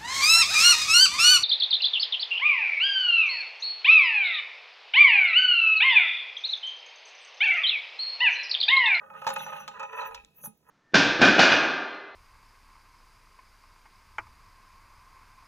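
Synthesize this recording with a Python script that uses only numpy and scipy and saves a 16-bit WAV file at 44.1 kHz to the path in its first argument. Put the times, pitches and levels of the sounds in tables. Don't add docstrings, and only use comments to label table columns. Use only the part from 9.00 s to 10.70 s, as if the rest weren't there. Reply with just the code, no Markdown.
import sys
import numpy as np
from scipy import signal
from scipy.fft import rfft, irfft
from scipy.io import wavfile
from scipy.ndimage import uniform_filter1d

SR = 44100
rng = np.random.default_rng(int(sys.argv[2]) if len(sys.argv) > 2 else 0)


def unload_wav(signal):
    wavfile.write(
        sys.argv[1],
        SR,
        np.round(np.clip(np.atleast_2d(signal).T, -1, 1) * 32767).astype(np.int16),
    )


N = 74970

# pitch in Hz, t60 in seconds, then relative level in dB
HOUSING_MODES = [(445, 0.13, -21, -12.5, -6), (467, 0.11, -12.5, -24.5, -6), (537.2, 0.23, -4.5, -7, -14),
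                 (604, 0.059, -4, -2.5, -9.5), (824.2, 0.18, 3, -2.5, -6), (844.4, 0.1, 6, -0.5, -4.5),
                 (900.2, 0.18, 1, -10.5, -6), (996, 0.14, -7.5, -26.5, 0.5), (1252.7, 0.15, 2, 7, 1),
                 (1327, 0.028, 4.5, -29.5, 0.5), (1477, 0.075, -1, -3, -30), (1638, 0.11, -10.5, -26.5, -6),
                 (1782, 0.059, -1, 0.5, -5.5), (1908, 0.036, -11, -5.5, -1), (2519, 0.16, -2.5, -7, -28.5)]
# pitch in Hz, t60 in seconds, relative dB when knocked and when rubbed.
STEEL_MODES = [(3683, 0.25, -2, -62.5), (4100, 0.051, 8.5, -31.5), (5950, 0.09, -3, -12),
               (6540, 0.06, -8, -8), (7230, 0.33, -7.5, -42), (10570, 0.12, -16.5, -7),
               (10955, 0.037, -31, -2.5), (10770, 0.063, -26, -8.5), (13800, 0.088, -18, -6.5)]
# start in seconds, levels in dB sent to the housing, the clack and the bench thud,
# pitch of the contact in Hz, its t60 in seconds.
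BLOWS = [(.1008, -39, -72, -81, 1276, 0.071), (.138, -40.5, -63.5, -53, 1282, 0.12),
         (0.218, -32.5, -52.5, -80, 1250, 0.076), (.2440, -34.5, -51.5, -64, 1260, 0.11),
         (.2666, -20, -31.5, -43.5, 897, 0.05), (.2745, -29.5, -30.5, -54, 880, 0.031),
         (.2886, -28.5, -34, -45, 847, 0.15), (.3018, -26, -33.5, -59, 1200, 0.024),
         (.3612, -23.5, -38, -64, 1197, 0.025), (.4035, -31, -58, -47.5, 1150, 0.02),
         (.4630, -31, -51, -64, 900, 0.02), (.5215, -29, -95, -58, 1310, 0.017),
         (.5540, -35, -76, -84, 1300, 0.014), (.6010, -36.5, -72, -70, 1290, 0.017),
         (.6783, -33, -34.5, -58, 1243, 0.076), (.7960, -32, -44.5, -73, 983, 0.033),
         (.8015, -32.5, -64, -53, 940, 0.023), (.8293, -29, -46, -65, 1270, 0.037),
         (.9290, -38, -54, -79, 1100, 0.022), (.9690, -35, -58, -74, 1215, 0.053),
         (.9840, -34.5, -57, -89, 930, 0.13), (1.0130, -31, -50, -76.5, 992, 0.093),
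         (1.0295, -35, -54, -82, 1001, 0.13), (1.0515, -34, -53, -55.5, 910, 0.031),
         (1.1100, -38.5, -59, -72, 1000, 0.049), (1.1456, -41, -36, -78, 952, 0.15),
         (1.4375, -42.5, -55, -47.5, 569, 0.067), (1.4570, -42, -54, -55.5, 890, 0.061),
         (1.4745, -57.5, -62, -40.5, 444, 0.15)]
# frequency in Hz, relative dB.
BODY_COLOUR = [(380, -34), (520, -23), (700, -38), (880, -3), (1300, 1), (1800, -12), (2150, -17.5),
               (2550, -17.5), (3200, -23), (5000, -58)]
HISS_COLOUR = [(3000, -55.5), (7200, -27), (9500, -26.5), (11300, 5.5), (13000, 4.5), (16000, -5)]
BODY_T60_S, ATTACK_S = 0.037, 0.0004


def undb(db):
    return 10 ** (np.asarray(db) / 20)


def unit(x):
    return x / np.sqrt(np.mean(x ** 2))


def clock():
    return np.arange(N) / SR


def bell(x, centre, width):
    return np.exp(-.5 * ((x - centre) / width) ** 2)


def fader(rows, column=1):
    rows = np.array(rows)
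    return undb(np.interp(clock(), rows[:, 0], rows[:, column], left=-np.inf, right=-np.inf))


def eq_curve(points):
    hz, db = np.array(points).T
    return undb(np.interp(np.log(np.fft.rfftfreq(N, 1 / SR) + 1), np.log(hz + 1), db))


def noise(colour):
    return unit(irfft(rfft(rng.standard_normal(N)) * eq_curve(colour), N))


def band_noise(hz, width_hz):
    band = bell(np.fft.rfftfreq(N, 1 / SR), hz, width_hz)
    return unit(irfft(rfft(rng.standard_normal(N)) * band, N))


def fade(t60):
    return (1 - np.exp(-clock() / ATTACK_S)) * np.exp(-np.log(1000) * clock() / t60)


def shaped(x, envelope):
    x = x * envelope
    return x * np.sqrt(np.sum(envelope ** 2) / np.sum(x ** 2))


def ping(hz, t60):
    return np.sin(2 * np.pi * hz * clock()) * fade(t60)


def ring(modes, column):
    gains = undb(np.array(modes)[:, column])
    waves = sum((-1) ** k * gains[k] * ping(hz, t60) for k, (hz, t60, *_) in enumerate(modes))
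    return waves / np.sqrt(np.sum(gains ** 2) / 2)


def burst(colour, t60):
    return shaped(noise(colour), fade(t60))


def drive(force, response):
    return signal.fftconvolve(force, response / np.sqrt(np.sum(response ** 2)))[:N]


def delay(x, start_s):
    return np.concatenate([np.zeros(int(start_s * SR)), x])[:N]


def room_tone():
    # frequency in Hz, relative level in dB.
    colour = [(25, -21.5), (60, 2.5), (290, -1.5), (600, -4), (1200, -18), (16000, -21.5)]
    return undb(-72) * noise(colour)


def reflections(x, colour, t60):
    coloured = irfft(rfft(x) * eq_curve(colour), N)
    responses = [delay(rng.standard_normal(N) * fade(t60), start_s=0.0045) for _ in range(2)]
    return np.array([drive(coloured, response) for response in responses])


def ambience(x):
    # frequency in Hz, relative level in dB.
    echo_colour = [(100, -3), (400, 17), (2800, -0.5), (16000, -36)]
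    tail_colour = [(1000, -10), (3800, 16.5), (16000, -10)]
    echo = undb(-15) * reflections(x, echo_colour, t60=0.1)
    return echo + undb(-29) * reflections(x, tail_colour, t60=0.55)


def stereo_ports(x):
    # frequency in Hz, lead of the left side in radians.
    phase_lead = [(0, 0), (560, -.2), (750, .7), (1650, .6), (2500, 2.2), (3300, 1.6), (4200, 2.3),
                  (4700, 3.2), (14800, 18.7), (16000, 18.9)]
    # frequency in Hz, left minus right in dB.
    balance = [(60, 4), (110, -4.5), (380, -5.5), (1290, -5.5), (2380, -1), (15000, 0.1)]
    lead = np.interp(np.fft.rfftfreq(N, 1 / SR), *np.array(phase_lead).T)
    port = np.sqrt(eq_curve(balance)) * np.exp(.5j * lead)
    spectrum = rfft(x)
    return np.array([irfft(spectrum * port, N), irfft(spectrum / port, N)])


def bench_rumble():
    # frequency in Hz, relative level in dB.
    colour = [(30, -26), (70, -8.5), (110, -24.5), (150, 4), (215, 1), (270, -22.5), (900, -32)]
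    # time in seconds, rumble level in dB.
    levels = [(0, -72.5), (.2, -63.5), (.33, -58.5), (.68, -62.5), (.92, -73), (1.35, -74.5), (1.48, -58.5),
              (1.58, -86), (1.7, -75)]
    bump = undb(-63) * band_noise(43.8, width_hz=30) * bell(clock(), centre=1.165, width=0.063)
    return noise(colour) * fader(levels) + bump


def bench_thud():
    # pitch in Hz, t60 in seconds, relative level in dB.
    wood_modes = [(155, 0.16, -11), (177, 0.1, -6.5), (211, 0.11, -5)]
    soft_rise = 1 - np.exp(-clock() / 0.0036)
    return soft_rise * sum(undb(db) * ping(hz, t60) for hz, t60, db in wood_modes)


def ticks():
    # centre time in seconds, level in dB, pitch in Hz, bell widths in Hz and in seconds.
    catches = [(0.335, -47, 12600, 2520, 0.0024), (0.341, -37.5, 11300, 410, 0.0016),
               (0.366, -35, 2550, 59.4, 0.0058), (0.4, -43.5, 3590, 220, 0.0062),
               (1.015, -50, 4020, 159, 0.012), (1.072, -47, 13300, 1110, 0.0091),
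               (1.2486, -43, 5300, 2080, 0.00036), (1.576, -67.5, 14700, 1220, 0.0029),
               (1.381, -54, 14300, 904, 0.012)]
    return sum(undb(db) * shaped(band_noise(hz, width_hz), bell(clock(), at, width_s))
               for at, db, hz, width_hz, width_s in catches)


def sliding_hiss():
    # time in seconds, level of the sliding force in dB.
    levels = [(0, -85), (.19, -71), (.28, -60), (.335, -48.5), (.37, -54.5), (.42, -50), (.48, -60),
              (.61, -58.5), (.69, -86), (.9, -80), (.96, -51), (1.055, -67), (1.076, -55), (1.12, -71),
              (1.3, -82), (1.42, -55), (1.445, -38), (1.475, -49), (1.51, -101), (1.66, -80), (1.7, -57)]
    flicker = undb(4 * band_noise(0, width_hz=28))
    force = unit(rng.standard_normal(N) * flicker) * fader(levels)
    hiss = undb(-3.5) * drive(force, burst(HISS_COLOUR, t60=0.051))
    return hiss + undb(-8) * drive(force, ring(STEEL_MODES, column=3))


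def squeal():
    # time in seconds, squeal level in dB.
    levels = [(.39, -55), (.408, -54), (.53, -61.5), (.56, -81), (.6, -57.5), (.66, -72), (.8, -76),
              (.84, -63.5), (.91, -70.5), (.99, -62), (1.07, -58), (1.13, -89)]
    hz = 5965 + 30 * band_noise(0, width_hz=90)
    flutter_db = 2.2 * band_noise(0, width_hz=90)
    surge_db = 3.5 * band_noise(0, width_hz=14)
    tone = np.sin(2 * np.pi * np.cumsum(hz) / SR)
    return unit(tone * undb(flutter_db + surge_db)) * fader(levels)


def clunks():
    # frequency in Hz, relative level in dB.
    clack_colour = [(900, -34), (1800, -8), (3300, 0.5), (4300, -3), (6200, -4.5), (8000, -12),
                    (11000, -27), (16000, -30)]
    housing, steel = ring(HOUSING_MODES, column=2), ring(STEEL_MODES, column=2)
    thud = bench_thud()
    hard_blow_db, out = -24, 0
    for start, body_db, clack_db, thud_db, hz, t60 in BLOWS:
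        body = undb(-4.5) * (ping(hz, t60) + housing) + undb(-6) * burst(BODY_COLOUR, BODY_T60_S)
        steel_db = -9 + 0.6 * (body_db - hard_blow_db)
        clack = undb(steel_db) * steel + undb(-1.5) * burst(clack_colour, t60=0.048)
        snap = undb(-5) * burst(HISS_COLOUR, t60=0.005)
        clunk = undb(body_db) * body + undb(clack_db) * (clack + snap) + undb(thud_db) * thud
        out = out + delay(clunk, start)
    return out


def sticking():
    duck_db, stick_s = -9, 0.009
    hold = sum(bell(clock(), start - stick_s, stick_s) for start, *_ in BLOWS)
    return undb(duck_db * np.minimum(hold, 1))


def friction():
    slips_per_s, spread_db = 380, 4
    slipping = rng.random(N) < slips_per_s / SR
    strength = undb(spread_db * np.minimum(rng.exponential(size=N), 4))
    rub = rng.standard_normal(N)
    force = unit(slipping * strength * np.sign(rub)) + undb(-8) * rub
    return force / np.sqrt(uniform_filter1d(force ** 2, size=1800))


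def scrape(stroke, housing):
    # frequency in Hz, relative level in dB.
    grit_colour = [(1200, -17), (2200, 2), (2600, 16.5), (3100, 1.5), (4000, -1.5), (5000, -22.5),
                   (6100, -2), (7000, -25.5), (16000, -30)]
    force = friction() * sticking()
    push, rasp = force * fader(stroke, column=1), force * fader(stroke, column=2)
    body = undb(0.5) * drive(push, housing) + undb(-9) * drive(push, burst(BODY_COLOUR, BODY_T60_S))
    singing = undb(-6) * drive(rasp, ping(hz=2581, t60=0.055))
    grit = undb(-4) * drive(rasp, burst(grit_colour, t60=0.072))
    return body + singing + grit


def piston():
    # time in seconds, level in dB sent to the housing, level in dB sent to the rasp.
    down_stroke = [(0, -48.5, -72), (.09, -55, -82), (.16, -45, -55.5), (.26, -63, -41.5),
                   (.31, -36.5, -45), (.41, -58, -37), (.45, -41.5, -48), (.55, -41, -40), (.62, -50, -53),
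                   (.7, -56.5, -56.5), (.78, -45.5, -52.5)]
    back_stroke = [(.73, -54, -105), (.795, -36.5, -36.5), (.84, -42.5, -44), (.87, -57.5, -62.5),
                   (.918, -40, -44.5), (.935, -37.5, -45), (.985, -30, -33.5), (1.05, -34, -36),
                   (1.08, -45, -55.5), (1.17, -53, -49), (1.21, -66, -62), (1.32, -85, -80),
                   (1.39, -66, -63.5), (1.56, -97, -91), (1.635, -77.5, -86), (1.7, -50, -73)]
    down = scrape(down_stroke, ring(HOUSING_MODES, column=3))
    return down + scrape(back_stroke, ring(HOUSING_MODES, column=4))


def scene():
    engine = piston() + clunks() + squeal() + sliding_hiss() + ticks() + bench_rumble()
    return stereo_ports(engine + room_tone()) + ambience(engine)


def record(dry):
    top_hz = 15750
    return signal.sosfilt(signal.ellip(10, .2, 70, top_hz, fs=SR, output="sos"), dry)


dry = scene()
out = record(dry)
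unload_wav(out)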